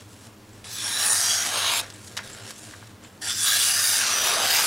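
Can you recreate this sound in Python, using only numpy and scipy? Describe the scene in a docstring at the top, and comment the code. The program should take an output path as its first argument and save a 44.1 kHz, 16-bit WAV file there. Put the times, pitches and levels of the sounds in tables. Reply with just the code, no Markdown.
"""A knife slices a hand-held sheet of paper in two long strokes over a wooden table, close to a camera.
Fibres part in a dense rush of tiny snaps, filtered by the bending sheet's narrow bands that come and go.
Before and between strokes the fingers rub the paper: clumped grains through a few soft resonances.
Creases and slower-rising paper ticks are snaps and puffs of noise through resonances.
The place is a quiet room of filtered hiss and hum; two close microphone ports give a little width."""
import sys
import numpy as np
from scipy import signal
from scipy.io import wavfile
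from scipy.ndimage import uniform_filter1d

SR = 44100
rng = np.random.default_rng(int(sys.argv[2]) if len(sys.argv) > 2 else 0)


def wav_record(signal):
    """Record a signal, one row per channel, as 16-bit PCM in the file named by sys.argv[1]."""
    frames = np.transpose(np.atleast_2d(signal))
    bounded = np.clip(frames, -1, 1)
    # unit amplitude maps onto the largest positive 16-bit level
    quanta = np.round(bounded * 32767).astype(np.int16)
    wavfile.write(sys.argv[1], SR, quanta)


def nominal_scale(level):
    """Amplitude ratio for a level in decibels (scalar or array-like)."""
    x = np.asarray(level, float) / 20
    return 10 ** x


N = 205814  # samples

# room hiss, relative density before scaling to HISS_DB: (f/Hz, level/dB per Hz)
HISS_SPECTRUM = [(12, -47), (20, -11), (49, -27), (113, -3), (166, -16.5), (220, -2.5), (307, -13),
                 (429, -11), (536, -13), (791, -17), (1050, -14.5), (1270, -19), (7350, -30.5),
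                 (15600, -34)]
HISS_DB = -51
# mains hum, resonances fed with noise: (f/Hz, width of each of two passes/Hz, level/dB)
HUM_BANDS = [(36.5, 7.4, -70), (101.7, 27, -51.5), (198.3, 47, -59.5), (309.3, 19.6, -59), (394.8, 14, -65)]
# microphone width of the room and of the paper: (f/Hz, side level relative to mid/dB)
ROOM_WIDTH = [(60, -38), (180, -26), (550, -10.5), (1650, -7.5), (4970, -16), (15000, -39)]
PAPER_WIDTH = [(60, -30), (180, -4.5), (550, -17.5), (1650, -21), (4970, -33), (15000, -41)]
ROOM_T60_S, ROOM_DB = 0.22, -19

# fingers moving on the paper, one table a pause: (t/s, level/dB, treble tilt/dB)
FINGER_MOVES = [
    [(0, -51, -10), (.074, -59.5, -5), (.132, -49.5, -2), (.17, -55.5, -4), (.262, -49, -4), (.32, -62, -7),
     (.50, -60, -7), (.586, -54, -7), (.64, -60, -6)],
    [(1.812, -36.5, -11), (1.86, -45, -13), (1.92, -50.5, -10), (2.08, -46.5, 1), (2.105, -49.5, -6),
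     (2.19, -47, -5), (2.224, -47, -16), (2.238, -43, -6), (2.44, -45, -9.5), (2.51, -39.5, -2),
     (2.53, -49, -6), (2.58, -46.5, -0.5), (2.72, -46, -5), (2.81, -52, -8), (2.88, -52.5, -9),
     (2.98, -64, -9), (3.048, -50, -13), (3.11, -59.5, -8), (3.172, -57.5, -7), (3.21, -62, -6)],
]
# relative spectrum of skin on paper: (f/Hz, level/dB per Hz)
RUB_SPECTRUM = [(290, -16), (500, -5.5), (594, -4.5), (956, -13), (1600, -7.5), (2050, -10), (7600, -4),
                (10100, -7.5), (15600, -28)]
# bands that stand out in the rub: (f/Hz, width/Hz, level/dB)
RUB_BANDS = [(1640, 360, 3), (5500, 300, 3), (7600, 470, 1.5), (9940, 550, 2.5)]

# slower-rising paper ticks, most of them narrow, two broad puffs:
# (t/s, peak level before the band-pass/dB, f/Hz, t60/s, width/Hz)
SLOW_TICKS = [(.5287, -45, 7600, .036, 1200), (1.936, -36, 7900, .045, 1000),
              (2.187, -22, 1400, .089, 1500), (2.328, -32, 7470, 0.051, 700),
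              (2.459, -41, 1560, 0.032, 600), (2.432, -40, 7600, .04, 700),
              (2.7335, -32, 1460, 0.065, 1000), (3.035, -41, 7300, .2, 700), (3.045, -35, 2500, .08, 2500)]
# creases that let go, broad and sudden: (t/s, peak level before the band-pass/dB, f/Hz, t60/s)
CREASE_SNAPS = [(.643, -25.5, 3480, 0.028), (1.9011, -21.5, 4380, .025), (2.0736, -28, 4230, .07),
                (2.1678, -15, 7000, 0.028), (2.1688, -16.5, 3330, 0.089), (2.174, -11, 3630, 0.046),
                (2.232, -34, 9000, .12), (2.2488, -32, 3200, .025), (2.5063, -16, 6170, 0.034),
                (2.5794, -27, 7000, .043), (2.6394, -25, 7000, .04), (2.8265, -29, 1150, 0.017),
                (4.5687, -1.5, 6000, 0.013)]
CREASE_RISE_S, SLOW_RISE_S = 0.0008, 0.0038
CREASE_WIDE = 1.5  # width as a share of the pitch
TICK_LOW_HZ, TICK_TOP_HZ = 500, 11900

# cutting force, one table a stroke: (t/s, force level/dB, then added tilts:
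# boom under 1.5 kHz/dB, 8-11 kHz/dB, above 11 kHz/dB, 2-4 kHz/dB)
CUT_STROKES = [
    [(.635, -76, -4, -7, -20, 0), (.643, -43.5, -3, -2, -24, 6), (.734, -36, -18.5, -8, -3, -3),
     (.81, -32, -19, -7.5, -12, 2), (.84, -30.5, -8, -4.5, -13, 1), (1.04, -25, -9, 0, -4, 2),
     (1.10, -25, -7, 5, -7, -4), (1.20, -24, -15.5, -2.5, -11, -5.5), (1.33, -22, -14, -8, -10, -2),
     (1.512, -29.5, -1.5, -3.5, -10, 3), (1.67, -23.5, -2, -4, -7, 10.5), (1.80, -26, -4.5, 1, -2, 7),
     (1.816, -40.5, 5, -1, -14, -2)],
    [(3.205, -69, -8, -10, -14, -3), (3.218, -36, -10, -1, -11, 0), (3.30, -26.5, -16, -6, -15, -0.5),
     (3.345, -30, -26, -12.5, -11, -6), (3.44, -25, -20, 1.5, -12, -5), (3.47, -21.5, -15.5, -7, -4, 0),
     (3.58, -22, -17.5, -2, -4.5, 1.5), (3.80, -24.5, -15.5, -6.5, -6, -4.5),
     (3.88, -23, -16.5, -3.5, -1, -2.5), (4.08, -24.5, -9.5, -9.5, -14, -0.5),
     (4.28, -23.5, -2, -6.5, -1.5, 4.5), (4.39, -25.5, 1, -4, -10, 5.5), (4.55, -20.5, -6, -7.5, -0.5, 4),
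     (4.667, -24, -5, -5, -6, -0.5)],
]
# relative spectrum of the parting fibres: (f/Hz, level/dB per Hz)
CUT_SPECTRUM = [(120, -28), (200, -19.5), (507, -6), (716, 0), (892, -3.5), (1600, -2), (2030, -9),
                (4280, -7), (4770, -5.5), (7520, -7), (10100, -4), (15600, -15)]
# bands where the bent sheet rings (+) or cancels (-), before flicker and the loss beside them:
# (middle t/s, length/s, f at the middle/Hz, level/dB)
SHEET_RINGS = [(.72, 0.18, 7800, 10), (.78, 0.26, 10000, 4), (0.805, 0.34, 3430, 10), (.85, 0.15, 12100, 3),
               (.86, .17, 8500, 7), (0.89, 0.76, 3900, 10.5), (0.93, .4, 9750, 8), (0.943, 0.38, 5500, 8.5),
               (0.947, 0.26, 10700, 5), (1.043, 0.34, 7000, 8), (1.03, 0.76, 1150, 2.5),
               (1.12, 0.63, 1740, 3), (1.30, .35, 6500, 8), (1.308, 0.28, 3260, 9), (1.22, 0.45, 9140, 7),
               (1.287, 0.27, 4750, 9), (1.336, 0.34, 5720, 12), (1.40, 0.57, 8150, 5),
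               (1.45, 0.27, 10700, -1), (1.58, 0.12, 8650, 12), (1.623, 0.27, 3120, 1.5),
               (1.654, 0.3, 3900, 4.5), (1.76, 0.1, 7320, 12), (1.664, 0.31, 1040, 6.5),
               (1.673, 0.36, 6520, 8.5), (1.76, .2, 9450, 3), (3.29, .17, 6800, -13),
               (3.334, 0.19, 7570, 6), (3.433, 0.47, 3480, 12.5), (3.45, 0.49, 1640, 5),
               (3.49, 0.31, 3950, 9.5), (3.49, 0.56, 4750, 7.5), (3.52, 0.76, 5750, 4),
               (3.60, 0.43, 1230, 5.5), (3.624, 0.57, 9520, 7.5), (3.68, 0.68, 2870, 6),
               (3.75, 0.35, 10750, 8.5), (3.75, 0.5, 6220, 4), (3.86, 0.24, 3760, 8), (3.95, 0.3, 9340, 8),
               (3.83, 0.3, 4800, 9), (3.835, 0.23, 1780, 4.5), (3.845, .17, 5180, 10.5),
               (3.917, 0.56, 10250, 10), (3.947, 0.93, 8600, 7), (4.12, 0.12, 1200, 9),
               (4.202, .46, 5880, 10), (4.212, 0.38, 9600, 5), (4.3, 0.18, 10400, 11),
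               (4.334, 0.22, 7550, 5.5), (4.402, 1, 756, -0.5), (4.386, 0.27, 1430, 2.5),
               (4.50, 0.36, 6300, 4), (4.50, 0.26, 11700, 3), (4.53, 0.38, 4950, 8.5)]
STILL_HZ, GLIDE_PER_S = 3560, 0.077  # bands above this climb as the cut advances, bands below sag
RING_WIDTH_HZ, WIDEN_SHARE = 260, 0.018  # higher bands are wider
RING_FLICKER = 0.21  # each band breaks up a little: rms share of its dB

EDGE_HZ = 15830  # top of the camera's band


def evened(x):
    """Scales to rms 1."""
    return x / np.sqrt(np.mean(x ** 2) + 1e-20)


def read(points, hz):
    """Reads a spectrum table on a log-frequency axis."""
    f, value = np.transpose(points)
    return np.interp(np.log(hz + 1), np.log(f + 1), value)


def shaped(x, field_db, size=512):
    """Colours x by a dB field that is a function of frequency and time."""
    overlap = 3 * size // 4
    hz, t, z = signal.stft(x, SR, nperseg=size, noverlap=overlap)
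    z = z * nominal_scale(field_db(hz[:, None], t))
    return signal.istft(z, SR, nperseg=size, noverlap=overlap)[1][:len(x)]


def steady(points):
    """A dB field that holds one spectrum table at all times."""
    return lambda hz, t: read(points, hz) + 0 * t


def resonate(x, hz, width):
    """One resonance of gain 1: shifts its pitch to zero, smooths, and shifts back."""
    turn = np.exp(2j * np.pi * hz * np.arange(len(x)) / SR)
    r = np.exp(-np.pi * width / SR)
    return 2 * (turn * signal.lfilter([1 - r], [1, -r], x / turn)).real


def resonate_twice(x, hz, width):
    """Two equal resonances in a row, for steeper skirts."""
    return resonate(resonate(x, hz, width), hz, width)


def snaps(per_s, spread_db, clump_db, clump_s):
    """Sparse clicks of uneven size, arriving in clumps."""
    sign = rng.choice([-1., 1.], N)
    size = nominal_scale(spread_db * np.minimum(rng.exponential(1, N), 5)) * sign
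    clumps = evened(uniform_filter1d(rng.standard_normal(N), max(int(clump_s * SR), 2)))
    happens = rng.random(N) < per_s / SR
    return evened(size * happens * nominal_scale(clump_db * clumps))


def patches(hz, t, bins, frames):
    """Random patches over frequency and time, rms 1."""
    field = rng.standard_normal((len(t), len(hz))).T
    field = uniform_filter1d(field, bins, 0)
    return evened(uniform_filter1d(field, frames, 1))


def column(tables, k, t, outside):
    """Column k of a list of curves at times t."""
    out = np.full(len(t), float(outside))
    for rows in tables:
        rows = np.array(rows)
        inside = (t >= rows[0, 0]) & (t <= rows[-1, 0])
        out[inside] = np.interp(t[inside], rows[:, 0], rows[:, k])
    return out


def level(tables):
    """Gain curve from the dB column, all but silent outside the tables."""
    return uniform_filter1d(nominal_scale(column(tables, 1, np.arange(N) / SR, -120)), size=90)


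def band_power_db(field, band, hz):
    """Power that a dB field passes in a band when fed with white sound of rms 1."""
    return 10 * np.log10(2 * (nominal_scale(field[band]) ** 2).sum(0) / (2 * len(hz)))


def widen(x, side_table):
    """Two close microphone ports: they differ by a weak share of sound scattered in the room."""
    t = np.arange(SR // 8) / SR
    scatter = rng.standard_normal(len(t)) * nominal_scale(-60 * t / 0.19) * (t > .002)
    other = signal.oaconvolve(x, scatter / np.linalg.norm(scatter))[:N]
    side = shaped(other, steady(side_table), size=1024)
    return np.array([x + side, x - side])


def background():
    """Room hiss under a mains hum that wavers because narrow resonances are fed with noise."""
    hiss = shaped(rng.standard_normal(N), steady(HISS_SPECTRUM), size=4096)
    hum = np.zeros(N)
    for hz, width, db in HUM_BANDS:
        hum += nominal_scale(db) * evened(resonate_twice(rng.standard_normal(N), hz, width))
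    return nominal_scale(HISS_DB) * evened(hiss) + hum


def rustle():
    """Skin and paper rub: sparse grains through a few ringing bands."""
    def rub_db(hz, t):
        treble = 1 / (1 + (4500 / (hz + 1)) ** 6)
        field = read(RUB_SPECTRUM, hz) + treble * column(FINGER_MOVES, 2, t, outside=0)
        for ring_hz, width, db in RUB_BANDS:
            field += db * np.exp(-2 * ((hz - ring_hz) / width) ** 2)
        field += 1.5 * patches(hz, t, bins=4, frames=20)
        # the level column sets the power of this band
        band = (hz[:, 0] > 1500) & (hz[:, 0] < 12000)
        return field - band_power_db(field, band, hz)
    grains = snaps(per_s=9000, spread_db=2.6, clump_db=2.0, clump_s=.004)
    return level(FINGER_MOVES) * shaped(grains, rub_db)


def room(x):
    """A short decaying tail, duller than the source."""
    t = np.arange(SR // 3) / SR
    dull = signal.lfilter([1], [1, -.8], rng.standard_normal(len(t)))
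    tail = dull * nominal_scale(-60 * t / ROOM_T60_S) * (t > .004)
    return nominal_scale(ROOM_DB) * signal.oaconvolve(x, tail / np.linalg.norm(tail))[:N]


def ticks():
    """Creases and slower ticks: each a snap and a short puff of noise through a doubled resonance."""
    out, t = np.zeros(N + SR // 4), np.arange(SR // 4) / SR
    rows = [(*row, CREASE_WIDE * row[2], CREASE_RISE_S) for row in CREASE_SNAPS]
    rows += [(*row, SLOW_RISE_S) for row in SLOW_TICKS]
    for s, db, hz, t60, width, rise in rows:
        shape = np.minimum(t / rise, 1) * nominal_scale(-60 * np.maximum(t - rise, 0) / t60)
        puff = 0.24 * rng.standard_normal(len(t)) * shape
        puff[round(rise * SR)] += 2  # the snap comes at the top of the rise
        ring = resonate_twice(puff, hz, width)
        out[round(s * SR):][:len(t)] += nominal_scale(db) * ring / abs(ring).max()
    band = signal.butter(3, [TICK_LOW_HZ, TICK_TOP_HZ], "bandpass", fs=SR, output="sos")
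    return signal.sosfilt(band, out[:N])


def rings_db(hz, t):
    """The sheet gathers sound into its ringing bands at the cost of the bands beside them."""
    field = np.zeros((len(hz), len(t)))
    for middle, length, ring_hz, db in SHEET_RINGS:
        near = abs(t - middle) < length
        since = t[near] - middle
        now_hz = ring_hz + GLIDE_PER_S * (ring_hz - STILL_HZ) * since
        width = RING_WIDTH_HZ + WIDEN_SHARE * ring_hz
        field[:, near] += db * np.exp(-2.8 * ((hz - now_hz) / width) ** 2 - (2 * since / length) ** 4)
    field *= 1 + RING_FLICKER * patches(hz, t, bins=5, frames=12)
    return field - uniform_filter1d(field, size=36, axis=0)


def cut():
    """Parting fibres drive the sheet, whose ringing bands shift as the cut advances."""
    def sheet_db(hz, t):
        boom = 1 / (1 + (hz / 1450) ** 6)
        high = 1 / (1 + (8000 / (hz + 1)) ** 14)
        top = 1 / (1 + (11400 / (hz + 1)) ** 30)
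        presence = np.exp(-(np.log((hz + 1) / 3000) / 0.45) ** 4)
        field = read(CUT_SPECTRUM, hz) + rings_db(hz, t) + 2.4 * patches(hz, t, bins=2, frames=30)
        for k, tilt in enumerate([boom, high - top, top, presence], start=2):
            field += tilt * column(CUT_STROKES, k, t, outside=0)
        # the force sets the power of the middle band whatever rings
        middle_band = (hz[:, 0] > 1500) & (hz[:, 0] < 8000)
        return field - band_power_db(field, middle_band, hz)
    fibres = snaps(per_s=14000, spread_db=2.6, clump_db=1.1, clump_s=.002)
    return level(CUT_STROKES) * shaped(fibres, sheet_db)


def scene():
    """Paper sounds with their room tail, over the background."""
    paper = cut() + rustle() + ticks()
    return widen(paper + room(paper), PAPER_WIDTH) + widen(background(), ROOM_WIDTH)


def low_pass(x):
    """Removes everything above the highest recorded frequency."""
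    return signal.sosfilt(signal.butter(12, 17030, fs=SR, output="sos"), x)


def record(dry):
    """The camera's band limit: a steep low-pass on both channels."""
    edge = signal.firwin(511, EDGE_HZ, window=("kaiser", 9), fs=SR)
    mix = signal.oaconvolve(dry, edge[None], "same", axes=1)
    return low_pass(mix)


dry = scene()
out = record(dry)
wav_record(out)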